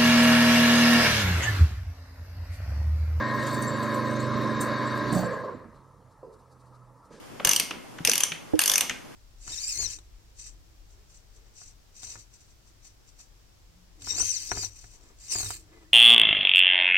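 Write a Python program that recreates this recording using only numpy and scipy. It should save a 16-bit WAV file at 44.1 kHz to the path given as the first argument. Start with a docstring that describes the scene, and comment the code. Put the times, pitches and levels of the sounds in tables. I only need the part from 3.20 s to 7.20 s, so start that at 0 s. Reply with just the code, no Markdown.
"""A twin-shaft shredder runs empty in a workshop: wavering sines make the motor and gear whine, shaped noise
the grinding roar and the scraping, narrow noise bands the squeals, short bright bursts the snapping cutters.
Just before two seconds the power is cut: the frame clunks, the tones sag and die, slack gear teeth chatter.
Then a quiet room of soft noise is left, with faint rustles and low humming sines.
Two soft knocks ring a panel's modes, the second amid a shuffle of noise at the end."""
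import sys
import numpy as np
from scipy import signal
from scipy.fft import rfft, irfft, next_fast_len
from scipy.io import wavfile
from scipy.ndimage import uniform_filter1d, map_coordinates

SR = 44100
rng = np.random.default_rng(int(sys.argv[2]) if len(sys.argv) > 2 else 0)


def output_pcm(signal):
    """Save a mono or channel-first signal as 16-bit PCM at the path in sys.argv[1].

    Samples are clipped to [-1, 1] before scaling.
    """
    pcm = np.clip(np.atleast_2d(signal).T, -1, 1) * 32767
    wavfile.write(sys.argv[1], SR, np.round(pcm).astype(np.int16))


N = 176400
T = np.arange(N) / SR  # time of each sample, seconds


def amp(db):
    """Turn decibels into a plain gain."""
    return 10 ** (np.asarray(db) / 20)


def unit(x):
    """Scale a signal to an rms of 1."""
    return x / np.sqrt(np.mean(x ** 2) + 1e-20)


def along(points, hz):
    """Read a curve of (Hz, value) points, joined by straight lines on a log frequency axis."""
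    point_hz, value = np.transpose(points)
    return np.interp(np.log(hz + 1), np.log(point_hz + 1), value)


def curves(rows, outside=None):
    """Join the rows in time, one curve per column; outside them use the given value or hold the end ones."""
    seconds, *columns = np.transpose(rows)
    return [np.interp(T, seconds, column, outside, outside) for column in columns]


def wobble(rate):
    """A smooth random curve, with rate new random points a second."""
    points = rng.standard_normal(int(N * rate / SR) + 4)
    return map_coordinates(points, [T * rate])


def filtered(x, response):
    """Multiply the spectrum of x by a response, which is a function of frequency in Hz."""
    size = next_fast_len(N + SR // 2)
    hz = np.fft.rfftfreq(size, 1 / SR)
    return irfft(rfft(x, size) * response(hz), size)[..., :N]


# How alike left and right noise are. Each row: frequency in Hz, likeness (1 same, 0 unrelated, below 0 opposed).
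ALIKE = [(600, .98), (800, .86), (1050, .98), (2500, .76), (4200, .97), (5500, .9), (7200, .2), (8500, .35),
         (11000, -.1)]


def rush(spectrum, patchy_db):
    """Stereo noise of rms 1, coloured by a spectrum, with random louder and softer patches."""
    cells = signal.stft(rng.standard_normal((2, N)), nperseg=512)[2]
    patches = rng.standard_normal(cells.shape[1:])
    patches = uniform_filter1d(patches, 4, 0)  # smooth over frequency
    patches = uniform_filter1d(patches, 8, 1)  # smooth over time
    pair = signal.istft(cells * amp(patchy_db * unit(patches)), nperseg=512)[1][:, :N]

    def mid_side(hz):
        # a larger angle gives more side signal, so less likeness
        angle = np.arccos(np.clip(along(ALIKE, hz), -1, 1)) / 2
        return amp(along(spectrum, hz)) * [np.cos(angle), np.sin(angle)]

    mid, side = filtered(pair, mid_side)
    return unit(np.array([mid + side, mid - side]))


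def tone(hz, waver_db, rate, drift):
    """A sine of rms about 1 whose level (dB) and phase (radians) waver at random."""
    cycles = np.cumsum(hz + 0 * T) / SR + rng.random()
    phase = 2 * np.pi * cycles + drift * wobble(rate)
    return np.sqrt(2) * amp(waver_db * wobble(rate)) * np.sin(phase)


def strike(events, modes, rise_s=0.0021, rough=0.0416):
    """Every blow rings the modes anew, each with an unsteady phase; brighter blows favour the upper modes."""
    out, t = np.zeros(N + SR), T[:SR // 3]
    for start, db, bright_db in events:
        ring = 0
        for hz, mode_db, t60 in modes:
            octaves = np.log2(hz / modes[1][0])  # counted from the second mode
            level = mode_db + bright_db * octaves + rng.normal(0, 1.67) - 60 * t / t60
            stray = uniform_filter1d(np.cumsum(rng.normal(0, rough, len(t))), size=120)
            ring = ring + amp(level) * np.sin(2 * np.pi * hz * t + stray)
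        out[round(start * SR):][:len(t)] += amp(db) * (1 - np.exp(-t / rise_s)) * ring
    return out[:N]


SHAFT_HZ = 24.8  # turns per second before the cut
CUT_S, MOTOR_T60, WHINE_T60 = 1.941, 0.98, 0.49  # power cut, then seconds to fall by 60 dB
SAG_PER_S = 0.16  # share of pitch lost per second after the cut
SHAFT_WAVER_DB, SHAFT_DRIFT = 1.2, .15  # level in dB, phase in radians
WHINE_WAVER_DB, WHINE_DRIFT = 1.2, .45
BEAT_HZ, BEAT_DEPTH = 11, 0.24  # the whine throbs as the cutter hooks load the gears
# Motor shaft tones. Each row: multiple of the shaft speed, level in dB before the load.
ORDERS_DB = [(4, -47), (5, -36), (6, -46.5), (8, -53.5), (9, -36.5), (10, -45.5), (11, -46), (13, -47.5),
             (14, -48), (15, -49), (17, -49), (22, -46.5), (23, -47.5), (24, -42), (27, -56)]
# Magnetic hum of the motor. Each row: frequency in Hz, level in dB while powered.
MAINS = [(299.7, -42)]
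# Gear tooth tones. Each row: frequency in Hz before the cut, level in dB before the load.
WHINE = [(920.5, -54), (1015.3, -38.5), (1077.5, -39.5), (1170, -50.5), (1276, -53), (1600, -47.5),
         (1685, -52), (1842, -71), (2166, -53), (2186, -61.5), (3768, -57), (4511, -62.5)]
# How the load moves the levels. Each row: time in seconds, change of the shaft tones in dB, of the whine in dB.
LOAD = [(0, -2, 1), (.15, -1.5, 0.5), (.5, -0.3, -1), (.75, 0, 3), (1.0, 0.5, -1.5), (1.2, 1, 0),
        (1.45, -3.1, 0.5), (1.9, -1.3, 0)]


def motor():
    """Shaft and gear tones follow the turning speed, so they sag after the cut; all tones and hum die away."""
    off = np.maximum(T - CUT_S, 0)  # seconds since the cut
    speed = 1 - SAG_PER_S * off
    shaft_load_db, whine_load_db = curves(LOAD)
    low, whine = 0, 0
    for multiple, db in ORDERS_DB:
        hz = multiple * SHAFT_HZ * speed
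        low = low + amp(db + shaft_load_db) * tone(hz, SHAFT_WAVER_DB, 4.05, SHAFT_DRIFT)
    for hz, db in MAINS:
        low = low + amp(db) * tone(hz, SHAFT_WAVER_DB, 4.55, SHAFT_DRIFT)
    for hz, db in WHINE:
        beat_phase = 2 * np.pi * (BEAT_HZ * T + rng.random()) + wobble(3.27)
        beat = 1 + BEAT_DEPTH * np.sin(beat_phase)
        whine = whine + amp(db + whine_load_db) * beat * tone(hz * speed, WHINE_WAVER_DB, 16, WHINE_DRIFT)
    return low * amp(-60 * off / MOTOR_T60) + whine * amp(-60 * off / WHINE_T60)


RUMBLE_DB, GRIND_DB = -13, -3  # added to those two levels
# The roar over time, before the trims above and the fade.
# Each row: time in seconds, level of the rumble in dB, of the grinding in dB, of the hiss in dB.
ROAR = [(0.0, -49, -32, -48), (0.16, -25, -32, -49.5), (0.28, -28, -32.5, -45), (0.47, -23.5, -34.5, -51),
        (0.66, -36, -32, -49.5), (1.1, -28.5, -34.5, -48.5), (1.18, -23, -33.5, -47.5),
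        (1.59, -27.5, -30, -49.5), (1.89, -22.5, -35, -47.5), (1.95, -29, -32, -47), (2.13, -44, -33, -56),
        (2.15, -33.5, -36.5, -58), (2.28, -34.5, -42.5, -63.5), (2.37, -33, -46.5, -70),
        (2.48, -44, -55, -84), (2.57, -48, -59, -74), (2.8, -51, -67, -94)]
# Colours of the three noises. Each row: frequency in Hz, relative strength in dB per Hz.
RUMBLE = [(15, -39), (30, -18), (55, -13.5), (85, -11.5), (150, -6.5), (181, -7.5), (230, -1.5), (310, -5),
          (400, -4), (480, -8), (600, -39), (900, -120)]
GRIND = [(220, -54), (380, -21.5), (461, -12), (577, -4), (712, -14.5), (816, -17.5), (936, -12),
         (1010, -6), (1050, 1.5), (1100, -10.5), (1180, -8), (1430, -14.5), (1630, -10), (1960, -15.5),
         (2230, -23.5), (2600, -31), (3380, -41), (5720, -120)]
HISS = [(1410, -20), (2400, -5.5), (2710, -6.5), (3250, -9), (3810, -2), (4280, -1), (4640, -9.5),
        (5230, -8), (7000, -15), (9100, -82), (15400, -120)]


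def roar():
    """Many small rough contacts add up to noise: rumble, grinding and hiss, the last two fluttering fast."""
    rumble_db, grind_db, hiss_db = curves(ROAR)
    fade = amp(-60 * np.maximum(T - 2.55, 0) / 1.2)

    def throb(depth):
        return 1 + depth * np.sin(2 * np.pi * 3.3 * SHAFT_HZ * T + wobble(4.83))

    rumble = amp(rumble_db + RUMBLE_DB) * rush(RUMBLE, patchy_db=2.0)
    grinding = amp(grind_db + GRIND_DB) * throb(0.064) * rush(GRIND, patchy_db=2.0)
    hiss = amp(hiss_db) * throb(0.045) * rush(HISS, patchy_db=2.0)
    return fade * (rumble + grinding + hiss)


SNAP_T60, SNAP_TAIL_DB, SNAP_RISE_S = .03, -8, .004  # ring decay in seconds, burst level, burst rise
# Cutters rubbing. Each row: time in seconds, level in dB before a small random wobble.
SCRAPE = [(0.0, -60.5), (0.13, -57.5), (0.33, -46), (0.49, -50), (0.56, -54), (0.67, -51), (1.15, -59),
          (1.88, -56), (1.98, -48), (2.31, -74.5), (2.4, -83)]
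# Colour of the rubbing steel. Each row: frequency in Hz, relative strength in dB per Hz.
STEEL = [(3820, -33.5), (6500, -3.5), (6800, -2.5), (8430, 0), (8880, -12), (10100, -10), (11200, -8),
         (11900, -10), (13300, -15), (15000, -7), (15800, -29)]
# Cutters snapping past each other. Each row: time in seconds, base level in dB, pitch of the ring in Hz.
SNAPS = [(0.268, -35.5, 7040), (0.344, -38.5, 8930), (0.4228, -31, 8560), (0.6315, -40, 7900),
         (0.745, -40, 7680), (1.0026, -42.5, 7030), (1.411, -25.5, 8700), (1.7765, -48, 7000),
         (1.9272, -34, 8950), (1.9515, -33.5, 7840), (1.985, -41.5, 7850)]


def cutters():
    """Discs rub in gritty patches of noise; each snap is a short ringing sine and a burst of noise."""
    [level_db] = curves(SCRAPE, -120)
    rub = amp(level_db + 0.84 * wobble(120)) * rush(STEEL, patchy_db=8.5)
    burst, ring = np.zeros(N), np.zeros(N)
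    for start, db, hz in SNAPS:
        t = np.maximum(T - start, 0)
        ring_level = (1 - np.exp(-t / 0.0003)) * amp(db + 1.0 - 60 * t / SNAP_T60)
        ring += ring_level * np.sin(2 * np.pi * hz * t)
        swell = np.exp(np.minimum(T - start, 0) / SNAP_RISE_S)  # the noise grows up to the snap
        burst += swell * amp(db + SNAP_TAIL_DB - 60 * t / 0.2)
    return rub + ring + burst * rush(STEEL, patchy_db=4.0)


SQUEAL_DB = -5.5  # added to every squeal level
# Narrow metallic squeals. Each row: frequency in Hz, width in Hz.
SQUEAL_BANDS = [(515, 44), (1640, 115), (1845, 22), (3740, 140), (4550, 193)]
# How they come and go. Each row: time in seconds, then the level of each band in dB before the trim above.
SQUEAL = [(0.0, -68, -32, -32, -59, -56), (0.32, -43.5, -39.5, -42.5, -48.5, -44.5),
          (0.89, -33.5, -44, -42.5, -56, -52), (1.11, -39, -47, -52, -52, -74),
          (1.48, -38, -34.5, -43, -45, -46), (1.84, -49, -37.5, -42, -47, -52.5),
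          (1.99, -44, -47, -57, -63, -41), (2.05, -30.5, -34.5, -45, -80, -50.5),
          (2.21, -40, -42, -76, -67, -60), (2.25, -37, -77, -75, -76, -61), (2.4, -62, -72, -81, -91, -74)]


def squeals():
    """Rubbing steel sings in a few narrow bands: noise through resonances, each with its own level curve."""
    out = 0
    for (centre, width), level_db in zip(SQUEAL_BANDS, curves(SQUEAL, -120)):
        def resonance(hz):
            return (hz * width / (centre ** 2 - hz ** 2 + 1j * hz * width)) ** 2

        band = filtered(rng.standard_normal(N), resonance)
        out = out + amp(level_db + SQUEAL_DB) * unit(band)
    return out


TOOTH_RISE_S, KNOCK_ROUGH = .005, .09  # rise in seconds, phase unsteadiness in radians per sample
# Clunks of the frame. Each row: time in seconds, level in dB, brightness in dB per octave.
CLUNKS = [(1.924, -21, -2), (1.937, -19.5, -2), (1.962, -19.5, -0.5), (1.985, -24.5, 2), (2.005, -38, 6),
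          (2.027, -24.5, 1)]
# Ringing modes of the frame. Each row: frequency in Hz, relative level in dB, seconds to fall by 60 dB.
FRAME = [(132.7, -16.5, 0.67), (184.7, -1.5, 0.2), (220, -8.5, 0.22), (315, -4, 0.098), (607, -6, 0.12),
         (651, -11, 0.11), (740, -7.5, 0.1), (874, -13, 0.1)]
# Slack gear teeth knocking. Each row: time in seconds, level in dB, brightness in dB per octave.
TEETH = [(2.030, -27, -5), (2.052, -24.5, 0), (2.095, -35, 5), (2.107, -24, -15), (2.127, -23.5, -3),
         (2.166, -30, 0.5), (2.195, -33, 5), (2.235, -27, 1), (2.255, -27, 2), (2.277, -29.5, 7.5),
         (2.320, -30, -8), (2.400, -40, 1)]
# Ringing modes of the casing. Each row: frequency in Hz, relative level in dB, seconds to fall by 60 dB.
CASING = [(435, -9, 0.085), (508.3, 0, 0.14), (558, -10, 0.15), (1049, -4, 0.13), (1630, -22, 0.089)]


def stopping():
    """Blows ring the metal: the frame clunks, then slack gear teeth knock the casing."""
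    clunks = strike(CLUNKS, FRAME)
    chatter = strike(TEETH, CASING, TOOTH_RISE_S, KNOCK_ROUGH)
    return clunks + chatter


# Two soft knocks. Each row: time in seconds, level in dB, brightness in dB per octave.
KNOCKS = [(3.0295, -36, 5.5), (3.906, -58, 0)]
# Ringing modes of the panel. Each row: frequency in Hz, relative level in dB, seconds to fall by 60 dB.
PANEL = [(420, -9, .45), (465, -12, .55), (515, -11, .4), (510, 0, .05), (1000, -18, .2)]


def knocks():
    """Two blows make a panel ring in its own modes."""
    return strike(KNOCKS, PANEL, rough=KNOCK_ROUGH)


# Two humming tones. Each row: time in seconds, frequency in Hz, level in dB before a slight waver.
HUM = [(2.55, 134.2, -58), (2.828, 130.6, -65.5), (2.868, 122.6, -54), (2.948, 123, -80),
       (3.002, 130, -56.5), (3.092, 130.7, -67), (3.45, 125.2, -58), (3.61, 124, -54.5),
       (3.754, 122.8, -59), (3.85, 124, -69)]
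LOW_HUM = [(2.3, 95.4, -57), (2.5, 97, -58), (2.6, 95.5, -68), (2.9, 94.6, -60.5), (2.97, 94, -71),
           (3.17, 87, -67), (3.5, 79.8, -67), (3.6, 80.3, -88)]


def far_hum():
    """Two low, far hums whose pitch wanders, on the whole downward."""
    out = 0
    for rows in (HUM, LOW_HUM):
        hz = curves(rows)[0]
        level_db = curves(rows, -120)[1]
        out = out + amp(level_db) * tone(hz, waver_db=1, rate=6, drift=.1)
    return out


ROOM_DB, SHUFFLE_LOW_DB = -57.5, -4  # room noise level, trim of the low shuffle
RUSTLE_S, LOOSE_PATCHY_DB = .017, 1  # half-length of a rustle in seconds, unevenness in dB
# Faint rustles. Each row: time in seconds, level in dB at its height.
RUSTLES = [(2.56, -74), (2.92, -73), (3.14, -69), (3.2, -72), (3.325, -68), (3.41, -70), (3.47, -73),
           (3.555, -71), (3.86, -70)]
# The shuffle. Each row: time in seconds, level of its low part in dB before the trim, of its high part in dB.
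SHUFFLE = [(3.814, -86, -96), (3.892, -80, -88), (3.91, -45, -67), (3.93, -49.5, -57), (4.0, -49.5, -63)]
# Colours of the noises. Each row: frequency in Hz, relative strength in dB per Hz.
ROOM = [(15, -42), (40, -3), (69, -10.5), (125, -14.5), (175, -10), (215, -16), (301, -13.5), (354, -19.5),
        (501, -11), (769, -19.5), (879, -10), (1180, -13.5), (1310, -11.5), (1460, -29.5), (1630, -25.5),
        (2370, -37), (3350, -41.5), (4620, -37), (10600, -39.5), (15000, -49)]
RUSTLE = [(3000, -60), (3600, -6), (4500, -3), (6000, -7), (8000, -6), (12000, -11), (13500, -60)]
SHUFFLE_LOW = [(90, -56), (150, 9), (220, 0.5), (320, -2.5), (480, 5), (600, 0), (780, -23), (1000, -11),
               (1400, -43), (1900, -55)]
SHUFFLE_HIGH = [(900, -50), (1400, -12), (1620, 2), (1880, -12), (2140, -9), (2820, -15), (4670, -10),
                (9250, -17), (12000, -28), (15600, -60)]


def workshop():
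    """Coloured noise: steady for the room, in short puffs for the rustles, in two parts for the shuffle."""
    room = amp(ROOM_DB) * rush(ROOM, patchy_db=2.0)
    puffs = sum(amp(db) * np.exp(-((T - start) / RUSTLE_S) ** 2) for start, db in RUSTLES)
    rustles = puffs * rush(RUSTLE, LOOSE_PATCHY_DB)
    low_db, high_db = curves(SHUFFLE, -120)
    shuffle = amp(low_db + SHUFFLE_LOW_DB) * rush(SHUFFLE_LOW, patchy_db=-0.5)
    shuffle += amp(high_db) * rush(SHUFFLE_HIGH, LOOSE_PATCHY_DB)
    return room + rustles + shuffle


HALL_DB, TONES_HALL_DB = -9, -21.5  # how much of the blows and of the tones goes into the echo
# How long the room echoes. Each row: frequency in Hz, seconds to fall by 60 dB.
HALL = [(150, 0.67), (1000, 0.2), (4000, 0.15), (10000, 1)]


def hall(x):
    """The room's echo is a tail of noise in which each frequency dies at its own speed."""
    hz, t, cells = signal.stft(rng.standard_normal((2, SR)), SR, nperseg=256)
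    fading = cells * amp(-60 * t / along(HALL, hz)[:, None])
    tail = signal.istft(fading, SR, nperseg=256)[1]
    late = np.pad(x, (500, 0))[None]  # the echo starts 500 samples later
    return signal.fftconvolve(late, tail / np.linalg.norm(tail[0]), axes=1)[:, :N]


def scene():
    """Add the sources together; the blows and the tones also feed the echo."""
    hits = stopping() + knocks()
    tones = motor() + squeals()
    echo = hall(amp(HALL_DB) * hits + amp(TONES_HALL_DB) * tones)
    return hits + tones + echo + roar() + cutters() + workshop() + far_hum()


TOP_HZ = 15750  # nothing is kept from here up
# How the sound leans to one side. Each row: frequency in Hz, left minus right in dB.
LEAN = [(60, -3.5), (225, -6.9), (600, -2.2), (1080, -.6), (1200, 3.5), (1400, -1.5), (1600, 3),
        (1750, 2.5), (1850, 9.5), (1980, 3.2), (2500, .3), (6000, .1)]


def record(dry):
    """Two ports of unequal response, each taking half of the lean, and a band limit."""
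    side = np.array([[.5], [-.5]])
    return filtered(dry, lambda hz: amp(side * along(LEAN, hz)) * (hz < TOP_HZ))


dry = scene()
out = record(dry)
output_pcm(out)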